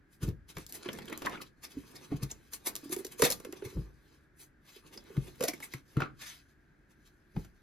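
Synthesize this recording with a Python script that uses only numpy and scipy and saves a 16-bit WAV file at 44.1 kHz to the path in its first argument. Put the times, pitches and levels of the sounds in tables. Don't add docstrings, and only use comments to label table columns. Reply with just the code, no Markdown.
import sys
import numpy as np
from scipy import signal
from scipy.fft import rfft, irfft
from scipy.io import wavfile
from scipy.ndimage import map_coordinates

SR = 44100
rng = np.random.default_rng(int(sys.argv[2]) if len(sys.argv) > 2 else 0)


def transcribe(u):
    v = np.clip(np.atleast_2d(u).T, -1, 1)
    q = np.round(v * 32767).astype(np.int16)
    wavfile.write(sys.argv[1], SR, q)


N = 336042
TIME = np.arange(N) / SR

TICK, SNAP, TEAR = .0009, .0024, .0045
# (scuff [dB], fizz [dB], hollow [dB], swish [dB])
SKIN = (-1, -8.5, -9.5, -24)
PALM = (0.75, -29, -12.5, -4)
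RIM = (-6.5, -0.5, -11.5, -20)
WALL = (-36, -30, 2, -10.5)
SLIDE = (-17, -8.5, -42, -1)
# (frequency [Hz], level [dB])
SCUFF = [(300, -25), (1200, -3.5), (2600, 0), (4000, -1), (6200, -2), (8500, -6), (11500, -6), (13500, -8),
         (15800, -20.5)]
FIZZ = [(1000, -27.5), (6000, -5), (10000, 1), (12400, -5), (13800, -3), (15800, -16)]
HOLLOW = [(80, -5.5), (300, 6.5), (480, -0.5), (620, -1.5), (800, -0.5), (1300, -2), (1650, -5.5),
          (2050, -4), (2800, -7), (4500, -17), (12000, -44)]
SWISH = [(300, -21.5), (850, -13.5), (1300, 0.5), (2100, -3.5), (3300, 0.5), (6000, -3), (8500, -8),
         (11500, -11.5), (15800, -30)]


def amp(db):
    return 10 ** (np.asarray(db) / 20)


def unit(x):
    return x / np.sqrt(np.mean(x ** 2) + 1e-20)


def log_interp(points, hz):
    f, value = np.transpose(points)
    return np.interp(np.log(hz + 1), np.log(f + 1), value)


def add(track, at_s, sound):
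    part = track[max(round(at_s * SR), 0):][:len(sound)]
    part += sound[:len(part)]


def colour(x, spectrum, size=4096):
    log_gain = np.log(amp(log_interp(spectrum, abs(np.fft.fftfreq(size, 1 / SR)))))
    response = np.exp(np.conj(signal.hilbert(log_gain)))
    taps = np.fft.ifft(response).real[:size // 2]
    return signal.oaconvolve(x, taps / np.linalg.norm(taps))[:N]


def waver(spread_db, per_s):
    knots_s = TIME[::SR // per_s]
    return amp(spread_db * np.interp(TIME, knots_s, rng.standard_normal(len(knots_s))))


def wander(x, spread_db, width_hz, hold_s):
    frames = dict(fs=SR, nperseg=512, noverlap=384)
    hz, t, spectra = signal.stft(x, **frames)
    spots = np.array(np.meshgrid(hz / width_hz, t / hold_s, indexing="ij"))
    field = map_coordinates(rng.standard_normal((128, 512)), spots, order=1, mode="wrap")
    return signal.istft(spectra * unit(amp(spread_db * field)), **frames)[1][:N]


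def slips(per_s, spread_db):
    hits = np.flatnonzero(rng.random(N) < per_s / SR)
    size = np.minimum(rng.standard_exponential(N)[hits], 4)
    train = np.zeros(N)
    train[hits] = amp(spread_db * size) * np.sign(rng.random(N)[hits] - .5)
    return unit(train)


def ring(hz, t60_s, rise_s, sag=0):
    t = TIME[:SR // 2]
    swing = amp(-60 * t / t60_s)
    cycles = np.cumsum(hz * (1 + sag * (swing - .5))) / SR
    return 2 * np.sin(2 * np.pi * cycles) * swing * (1 - np.exp(-(t / rise_s) ** 2))


def shudder(hz, decay_s, rel_width, rise_s=0.0032):
    t = TIME[:SR // 3]
    edge = 1 + rel_width / 2
    band = signal.butter(2, [hz / edge, hz * edge], "band", fs=SR)
    rattle = rng.standard_normal(len(t)) * np.exp(-t / decay_s) * (1 - np.exp(-t / rise_s))
    shiver = signal.lfilter(*band, rattle)
    return shiver * np.sqrt(decay_s * SR) / np.linalg.norm(shiver)


def background(air_db=-67.5):
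    # (frequency [Hz], level [dB])
    air = [(15, -55), (25, -3.5), (76, -6), (102, -11.5), (137, -9.5), (166, -12.5), (363, -13.5),
           (394, -23.5), (1100, -30.5), (1480, -22), (1610, -17), (1800, -23.5), (2840, -39.5),
           (14800, -55), (16000, -60.5)]
    # (frequency [Hz], relative level [dB])
    tones = [(140.0, -76), (301.5, -77.5), (403.7, -79), (1630, -91)]
    shared, left, right = (colour(rng.standard_normal(N), air) for _ in range(3))
    hum = sum(amp(db - 2) * np.sin(2 * np.pi * (hz * TIME + rng.random())) for hz, db in tones)
    return amp(air_db) * (shared + np.array([left, right])) + hum


def scrapes(swell_share=0.41, trail_db=-24, trail_s=.045):
    # (peak time [s], level [dB], length [s], contact [4 x dB])
    strokes = [(0.134, -66.5, 0.046, RIM), (0.233, -46, 0.027, SKIN), (0.28, -53.5, 0.027, SKIN),
               (0.5, -49.5, 0.023, SKIN), (0.593, -55.5, 0.074, SKIN), (0.698, -51.5, 0.017, RIM),
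               (0.75, -44.5, 0.032, RIM), (0.86, -46, 0.027, WALL), (1.128, -45, .018, WALL),
               (1.256, -39, 0.02, WALL), (1.333, -47.5, 0.053, WALL), (1.419, -44, 0.015, SKIN),
               (1.465, -67, 0.028, PALM), (1.643, -44.5, 0.025, SKIN), (1.715, -56.5, 0.041, SKIN),
               (1.783, -64, 0.052, SKIN), (1.916, -59, .014, RIM), (1.96, -52, 0.016, PALM),
               (2.048, -58, 0.019, PALM), (2.124, -52.5, 0.031, WALL), (2.167, -53, 0.014, SKIN),
               (2.232, -44.5, 0.022, SKIN), (2.305, -49, 0.015, PALM), (2.54, -43, 0.03, RIM),
               (2.672, -32.5, 0.025, RIM), (2.845, -54.5, 0.014, RIM), (2.927, -34, 0.021, RIM),
               (2.989, -49.5, .025, RIM), (3.123, -48.5, 0.018, RIM), (3.197, -39.5, 0.022, RIM),
               (3.249, -28.5, 0.046, SKIN), (3.323, -36, 0.017, RIM), (3.57, -59, 0.022, PALM),
               (3.654, -49.5, 0.022, SKIN), (3.704, -61, 0.097, PALM), (4.143, -71, 0.053, PALM),
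               (4.411, -56, 0.056, RIM), (4.69, -61.5, 0.076, PALM), (4.762, -61, 0.06, PALM),
               (4.871, -62, 0.033, SKIN), (4.937, -53, 0.027, SKIN), (5.277, -54, 0.028, SKIN),
               (5.353, -63, 0.018, SKIN), (5.436, -42.5, 0.032, SKIN), (5.483, -36.5, 0.015, SKIN),
               (5.639, -47, 0.035, RIM), (5.727, -55, 0.02, PALM), (5.925, -68, 0.16, SKIN),
               (6.009, -49, 0.067, WALL), (6.223, -49, 0.036, PALM), (6.279, -48, 0.11, SLIDE),
               (6.5, -74, .05, SKIN), (6.913, -68.5, 0.035, SKIN), (7.067, -67, 0.041, PALM),
               (7.395, -63.5, 0.091, SKIN)]
    forces = np.zeros((4, N))
    for peak_s, db, length_s, contact in strokes:
        span = abs(TIME - peak_s) < .4
        t = TIME[span] - peak_s
        slope_s = length_s * np.where(t < 0, swell_share, 1 - swell_share)
        stroke = np.exp(-abs(t / slope_s) ** 1.294)
        trail = (t > 0) * amp(trail_db) * np.exp(-abs(t) / trail_s)
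        forces[:, span] += amp(db) * np.outer(amp(contact), np.maximum(stroke, trail))
    forces *= waver(1.5, per_s=250)
    return sum(colour(slips(per_s=12000, spread_db=3.5) * force, spectrum)
               for force, spectrum in zip(forces, (SCUFF, FIZZ, HOLLOW, SWISH)))


def thuds(lead_s=0.03, rumble_rise_s=0.009, rumble_fade_s=0.026, cushion_s=0.0032):
    # (time [s], level [dB], pitch [Hz], rumble [dB], wall ring [Hz], wall ring [dB])
    blows = [(0.235, -32, 78, -35, 342, -46.5), (.282, -32.5, 103, -37.5, 331, -52),
             (.573, -54, 179, -46, 336, -55), (1.769, -36.5, 278, -49.5, 387, -54.5),
             (2.119, -32, 286, -40.5, 399, -45.5), (2.138, -34, 158, -49, 290, -51),
             (2.228, -30.5, 135, -41, 300, -49.5), (3.229, -33, 153, -55, 272, -37),
             (3.655, -44, 131, -53, 300, -60), (3.77, -33.5, 163.7, -35.5, 320.4, -44.5),
             (5.175, -27.5, 140, -39, 330, -45.5), (5.744, -40.5, 134.5, -68.5, 297, -72.5),
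             (5.969, -23, 140.6, -44.5, 316, -38), (6.02, -39, 150, -56, 340, -51),
             (7.368, -30, 165, -40, 270, -43)]
    # (frequency [Hz], level [dB])
    bench = [(15, -14.5), (45, -1), (90, -1), (150, 3.5), (230, -9), (420, -8.5), (620, -29), (1500, -38),
             (5000, -80.5)]
    t = TIME[:SR // 2] - lead_s
    swell = np.exp(-abs(t) / np.where(t < 0, rumble_rise_s, rumble_fade_s))
    body, shake = np.zeros((2, N))
    heaviest_db = max(row[3] for row in blows)
    for at_s, db, hz, rumble_db, wall_hz, wall_db in blows:
        add(body, at_s, amp(db + 4) * ring(hz, t60_s=0.08, rise_s=cushion_s, sag=0.097))
        add(body, at_s, amp(wall_db + 7.5) * ring(wall_hz, t60_s=0.081, rise_s=cushion_s))
        sway_db = -35.5 + 1.8 * (rumble_db - heaviest_db)
        add(body, at_s, amp(sway_db) * ring(hz=52.4, t60_s=0.35, rise_s=0.011))
        add(shake, at_s - lead_s, amp(rumble_db + 4) * swell)
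    return body + colour(shake * rng.standard_normal(N), bench)


def snaps(clack_decay_s=0.0044, tail_db=-21, tail_s=0.026, rise_share=0.29):
    # (time [s], bright crack [dB], hollow clack [dB], release [s])
    releases = [(.289, -46.5, -60, TICK), (.568, -43.5, -38, SNAP), (.583, -43.5, -46.5, TICK),
                (0.665, -42.5, -70, TICK), (.724, -37, -67, TICK), (.887, -49.5, -33.5, SNAP),
                (.93, -41.5, -54, TEAR), (.986, -46, -38, SNAP), (1.056, -49, -55, TICK),
                (1.098, -47, -45.5, SNAP), (1.125, -45, -39.5, TEAR), (1.176, -36, -64, TICK),
                (1.219, -46, -37.5, TEAR), (1.26, -34, -40, SNAP), (1.295, -45, -51, SNAP),
                (2.234, -38, -53, TICK), (2.317, -42, -52.5, TICK), (2.533, -34.5, -56.5, TEAR),
                (2.669, -30, -46, SNAP), (2.754, -31, -50, TICK), (2.763, -33.5, -51, TICK),
                (2.894, -47, -58, SNAP), (2.963, -38, -48, SNAP), (3.047, -37, -47, TEAR),
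                (3.066, -39.5, -56, SNAP), (3.194, -43, -45.5, SNAP), (3.220, -16.5, -22, SNAP),
                (3.237, -24, -35.5, TEAR), (3.25, -21, -34.5, TEAR), (3.302, -22.5, -40, SNAP),
                (3.312, -25.5, -45.5, SNAP), (3.322, -28.5, -49, TICK), (3.4, -45, -52.5, SNAP),
                (3.448, -41.5, -43, SNAP), (3.525, -41, -42.5, TICK), (3.621, -75, -47, SNAP),
                (4.974, -49, -49.5, SNAP), (5.167, -51, -45, SNAP), (5.407, -34, -36, SNAP),
                (5.425, -32, -37, SNAP), (5.436, -27.5, -38, TEAR), (5.451, -39, -44, TEAR),
                (5.482, -26.5, -49, TEAR), (5.535, -43, -48.5, TEAR), (5.602, -48, -45.5, SNAP),
                (5.737, -38, -40.5, SNAP), (5.968, -49, -40, SNAP), (6.003, -47.5, -35, SNAP),
                (6.019, -58, -31, TICK), (7.363, -59, -46, SNAP), (7.447, -53, -54.5, SNAP)]
    # (frequency [Hz], level [dB])
    crack_spectrum = [(300, -29), (1200, -20.5), (2600, -9), (3800, -2.5), (6000, 1.5), (8500, -1),
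                      (10500, 0), (12200, 0), (13500, -2.5), (15800, -11.5)]
    t = TIME[:SR // 5]
    tail = amp(tail_db) * np.exp(-t / tail_s)
    crack, clack = np.zeros((2, N))
    for at_s, crack_db, clack_db, release_s in releases:
        decay_s = np.array([[release_s], [clack_decay_s]])
        shiver = rng.standard_normal((2, len(t))) * (np.exp(-t / decay_s) + tail)
        shiver *= 1 - np.exp(-t / (rise_share * decay_s))
        shiver[:, SR // 1400] += 0.0051 / decay_s[:, 0]
        add(crack, at_s, amp(crack_db + 1.5) * shiver[0])
        add(clack, at_s, amp(clack_db + 4) * shiver[1])
    return colour(crack, crack_spectrum) + colour(clack, HOLLOW)


def lid_pops(buzz_db=-12):
    # (time [s], level [dB], pitch [Hz])
    pops = [(.568, -50, 415), (.583, -44.5, 341), (0.858, -37.5, 380), (0.888, -43, 440),
            (1.098, -47.5, 484), (1.221, -48, 366), (2.668, -42, 328), (2.831, -45.5, 296),
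            (2.856, -40.5, 295), (2.898, -39, 345), (2.921, -35, 362), (2.965, -34, 361),
            (2.99, -39.5, 364), (3.003, -40, 382), (3.049, -36.5, 394), (3.197, -30.5, 484),
            (3.221, -21, 434), (3.238, -31.5, 400), (3.249, -27, 480), (3.274, -36.5, 511),
            (3.302, -38.5, 556), (3.4, -49.5, 471), (3.448, -42, 490), (3.468, -42, 395),
            (3.489, -41.5, 324), (3.528, -38.5, 375), (3.622, -37, 404.6), (3.646, -43.5, 392),
            (3.668, -42.5, 406), (3.726, -49, 397), (4.762, -53, 402), (4.96, -52.5, 386),
            (5.102, -44, 397), (5.28, -48.5, 363), (5.399, -46, 490), (5.409, -28.5, 515),
            (5.425, -33.5, 537), (5.435, -27.5, 476), (5.452, -34.5, 584), (5.481, -36, 706),
            (5.491, -41, 709), (5.484, -37.5, 317.6)]
    # (frequency / pitch, level [dB])
    modes = [(1, 3), (.6, -14.5), (1.47, -20.5), (2.15, -23.5)]
    out = np.zeros(N)
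    for at_s, db, hz in pops:
        for ratio, mode_db in modes:
            mode_hz = hz * ratio * rng.uniform(0.95, 1.015)
            add(out, at_s, amp(db + mode_db) * ring(mode_hz, t60_s=0.053, rise_s=0.0028, sag=0.035))
        add(out, at_s, amp(db + buzz_db) * shudder(hz, decay_s=0.01567, rel_width=0.24))
    return out


def grip():
    # (start [s], length [s], dull rub [dB], hiss [dB], crackle [dB])
    holds = [(0.7, 0.73, -54, -63.5, -55), (1.561, 1.02, -66, -66.5, -83), (2.586, 0.63, -62.5, -64, -71),
             (3.314, 0.602, -65.5, -66, -77), (3.897, 0.39, -75, -77, -80.5),
             (4.82, 0.79, -63.5, -62.5, -78), (5.514, 0.3, -68.5, -67, -58.5),
             (6.425, 1.9, -92.5, -84.5, -89)]
    # (frequency [Hz], level [dB])
    rub_spectrum = [(40, -12.5), (140, 7.5), (380, 10.5), (520, 2.5), (650, -3), (1100, -1.5), (2000, -6),
                    (3200, -12), (7000, -40)]
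    rub, hiss, stick = np.zeros((3, N))
    for start_s, length_s, rub_db, hiss_db, crackle_db in holds:
        press = np.sqrt(np.sin(np.pi * np.arange(0, length_s, 1 / SR) / length_s))
        add(rub, start_s, amp(rub_db) * press)
        add(hiss, start_s, amp(hiss_db - 1) * press)
        add(stick, start_s, amp(crackle_db - 3.5) * press)
    dull = slips(per_s=4300, spread_db=2.5) * rub * waver(4.5, per_s=50)
    fine = slips(per_s=12000, spread_db=3.5) * hiss * waver(4, per_s=25)
    ticks = slips(per_s=60, spread_db=2) * hiss * amp(-12)
    crackles = slips(per_s=170, spread_db=4) * stick * waver(2.8, per_s=25)
    creaks = wander(colour(crackles, SWISH), spread_db=7, width_hz=260, hold_s=.025)
    return colour(dull, rub_spectrum) + colour(fine, SCUFF) + colour(ticks, FIZZ) + creaks


def knocks(after_ring_db=-30.5):
    # (time [s], level [dB], resonance [Hz], decay [s])
    strikes = [(0.886, -38.5, 3150, 0.0025), (.89, -57, 890, 0.0046), (0.987, -50, 2030, 0.0015),
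               (1.078, -43.5, 3060, 0.0024), (1.125, -37.5, 2020, 0.0035), (1.265, -26, 1060, 0.0035),
               (1.267, -28.5, 1760, 0.0027), (1.335, -43, 1210, 0.0039), (1.35, -44, 1510, 0.0052),
               (1.372, -48.5, 2280, 0.0046), (1.402, -41.5, 1170, 0.0026), (1.65, -40.5, 5100, 0.0016),
               (1.961, -48.5, 4850, 0.0054), (2.122, -39, 715, 0.0021), (2.312, -35, 6760, 0.0026),
               (3.2205, -24.5, 1050, .0022), (3.25, -32.5, 720, 0.0095), (3.323, -36.5, 4500, 0.004),
               (4.974, -45, 5000, 0.0051), (5.44, -32, 653, 0.0022), (5.483, -31.5, 5360, 0.0026),
               (5.481, -39.5, 2050, 0.0078), (5.532, -42.5, 2160, 0.004), (5.623, -43, 2080, 0.0082),
               (5.736, -36.5, 2150, 0.0016), (5.967, -31, 1310, 0.0011), (5.969, -35, 418, 0.0025),
               (6.002, -31, 1350, 0.0029), (6.004, -39, 764, 0.01), (6.0197, -19, 1326, 0.00072),
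               (6.019, -29.5, 2330, .001), (6.053, -44, 1330, 0.0075), (7.362, -38.5, 785, 0.0018)]
    out = np.zeros(N)
    for at_s, db, hz, decay_s in strikes:
        add(out, at_s, amp(db) * shudder(hz, decay_s, rel_width=0.19, rise_s=0.65 * decay_s))
        add(out, at_s, amp(db + after_ring_db) * shudder(hz, decay_s=.035, rel_width=0.3))
    return out


def tub_ring():
    # (time [s], level [dB])
    releases = [(3.222, -46.5), (5.44, -60.5)]
    # (frequency [Hz], level [dB], t60 [s])
    modes = [(480, 9.5, 0.27), (544, 10.5, 0.17), (684, -4.5, .35), (1200, -11, .6), (1485, -13, .4),
             (1915, 5.5, .24), (3820, -1, .22), (4506, -3, .24)]
    out = np.zeros(N)
    for at_s, db in releases:
        for hz, mode_db, t60_s in modes:
            add(out, at_s, amp(db + mode_db) * ring(hz, t60_s, rise_s=0.0019))
    return out


def reflections(x, start_s, t60_curve):
    step = SR // 4000
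    length = round((start_s + np.max(np.transpose(t60_curve)[1])) * SR)
    slots = np.arange(round(start_s * SR), length, step)
    arrivals = slots + rng.integers(0, step, (2, len(slots)))
    taps = np.zeros((2, length + step))
    np.put_along_axis(taps, arrivals, rng.choice([-1., 1.], arrivals.shape), 1)
    hz, t, spectra = signal.stft(taps, SR, nperseg=256)
    fade = amp(-60 * t / log_interp(t60_curve, hz)[:, None])
    tail = signal.istft(spectra * fade, SR)[1]
    tail /= np.linalg.norm(tail, axis=1, keepdims=True)
    return signal.oaconvolve(x[None], tail, axes=1)[:, :N]


def workshop(x, near_db, room_db, patterns=3, turn_s=.11, near_t60_s=0.03):
    # (frequency [Hz], t60 [s])
    room_decay = [(100, 0.66), (400, 0.21), (1500, 0.14), (4000, 0.1), (9000, 0.06), (15000, 0.092)]
    out = x + amp(room_db) * reflections(x, .008, room_decay)
    for k in range(patterns):
        turns_away = (TIME / turn_s - k + patterns / 2) % patterns - patterns / 2
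        weight = np.cos(np.pi / 2 * np.clip(turns_away, -1, 1))
        out += amp(near_db) * reflections(x * weight, .0004, [(1000, near_t60_s)])
    return out


def scene():
    clicks = workshop(snaps() + knocks(), near_db=-6, room_db=-11) * amp(-0.03)
    rubbing = wander(scrapes() + grip(), spread_db=3, width_hz=600, hold_s=.035)
    friction = workshop(rubbing, near_db=-2.5, room_db=-6.5) * amp(-0.78)
    body = workshop(lid_pops() + tub_ring() + thuds(), near_db=-16.5, room_db=-22, patterns=2)
    return clicks + friction + body + background()


def record(dry, shared_below_hz=260, cutoff_hz=16000):
    # (frequency [Hz], phase lead [rad])
    phase_lead = [(0, 0), (400, -.3), (560, -.4), (680, 1.3), (1100, 1.1), (1900, -.1), (2900, 1),
                  (4500, .4), (5600, -1.4), (6600, -1.2), (8200, -3.1), (9300, -3.9), (11300, -6.1),
                  (12600, -6.4), (14000, -8), (15000, -9.4)]
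    # (frequency [Hz], level [dB])
    balance = [(40, 0), (100, 4.5), (180, 0), (300, -2.5), (450, -5), (600, 2), (850, -2), (1200, 1.5),
               (3000, 1.14)]
    hz = np.fft.rfftfreq(N, 1 / SR)
    lag = np.exp(-1j * np.interp(hz, *np.transpose(phase_lead)))
    lean = amp(log_interp(balance, hz) / 2)
    spectra = rfft(dry)
    mid = spectra.mean(0)
    side = (spectra - mid) * hz / np.hypot(hz, shared_below_hz)
    ports = irfft((mid + side) * np.array([lean, lag / lean]), N)
    lowpass = signal.firwin(511, cutoff_hz, window=("kaiser", 9), fs=SR)
    return signal.oaconvolve(ports, lowpass[None], "same")


dry = scene()
out = record(dry)
transcribe(out)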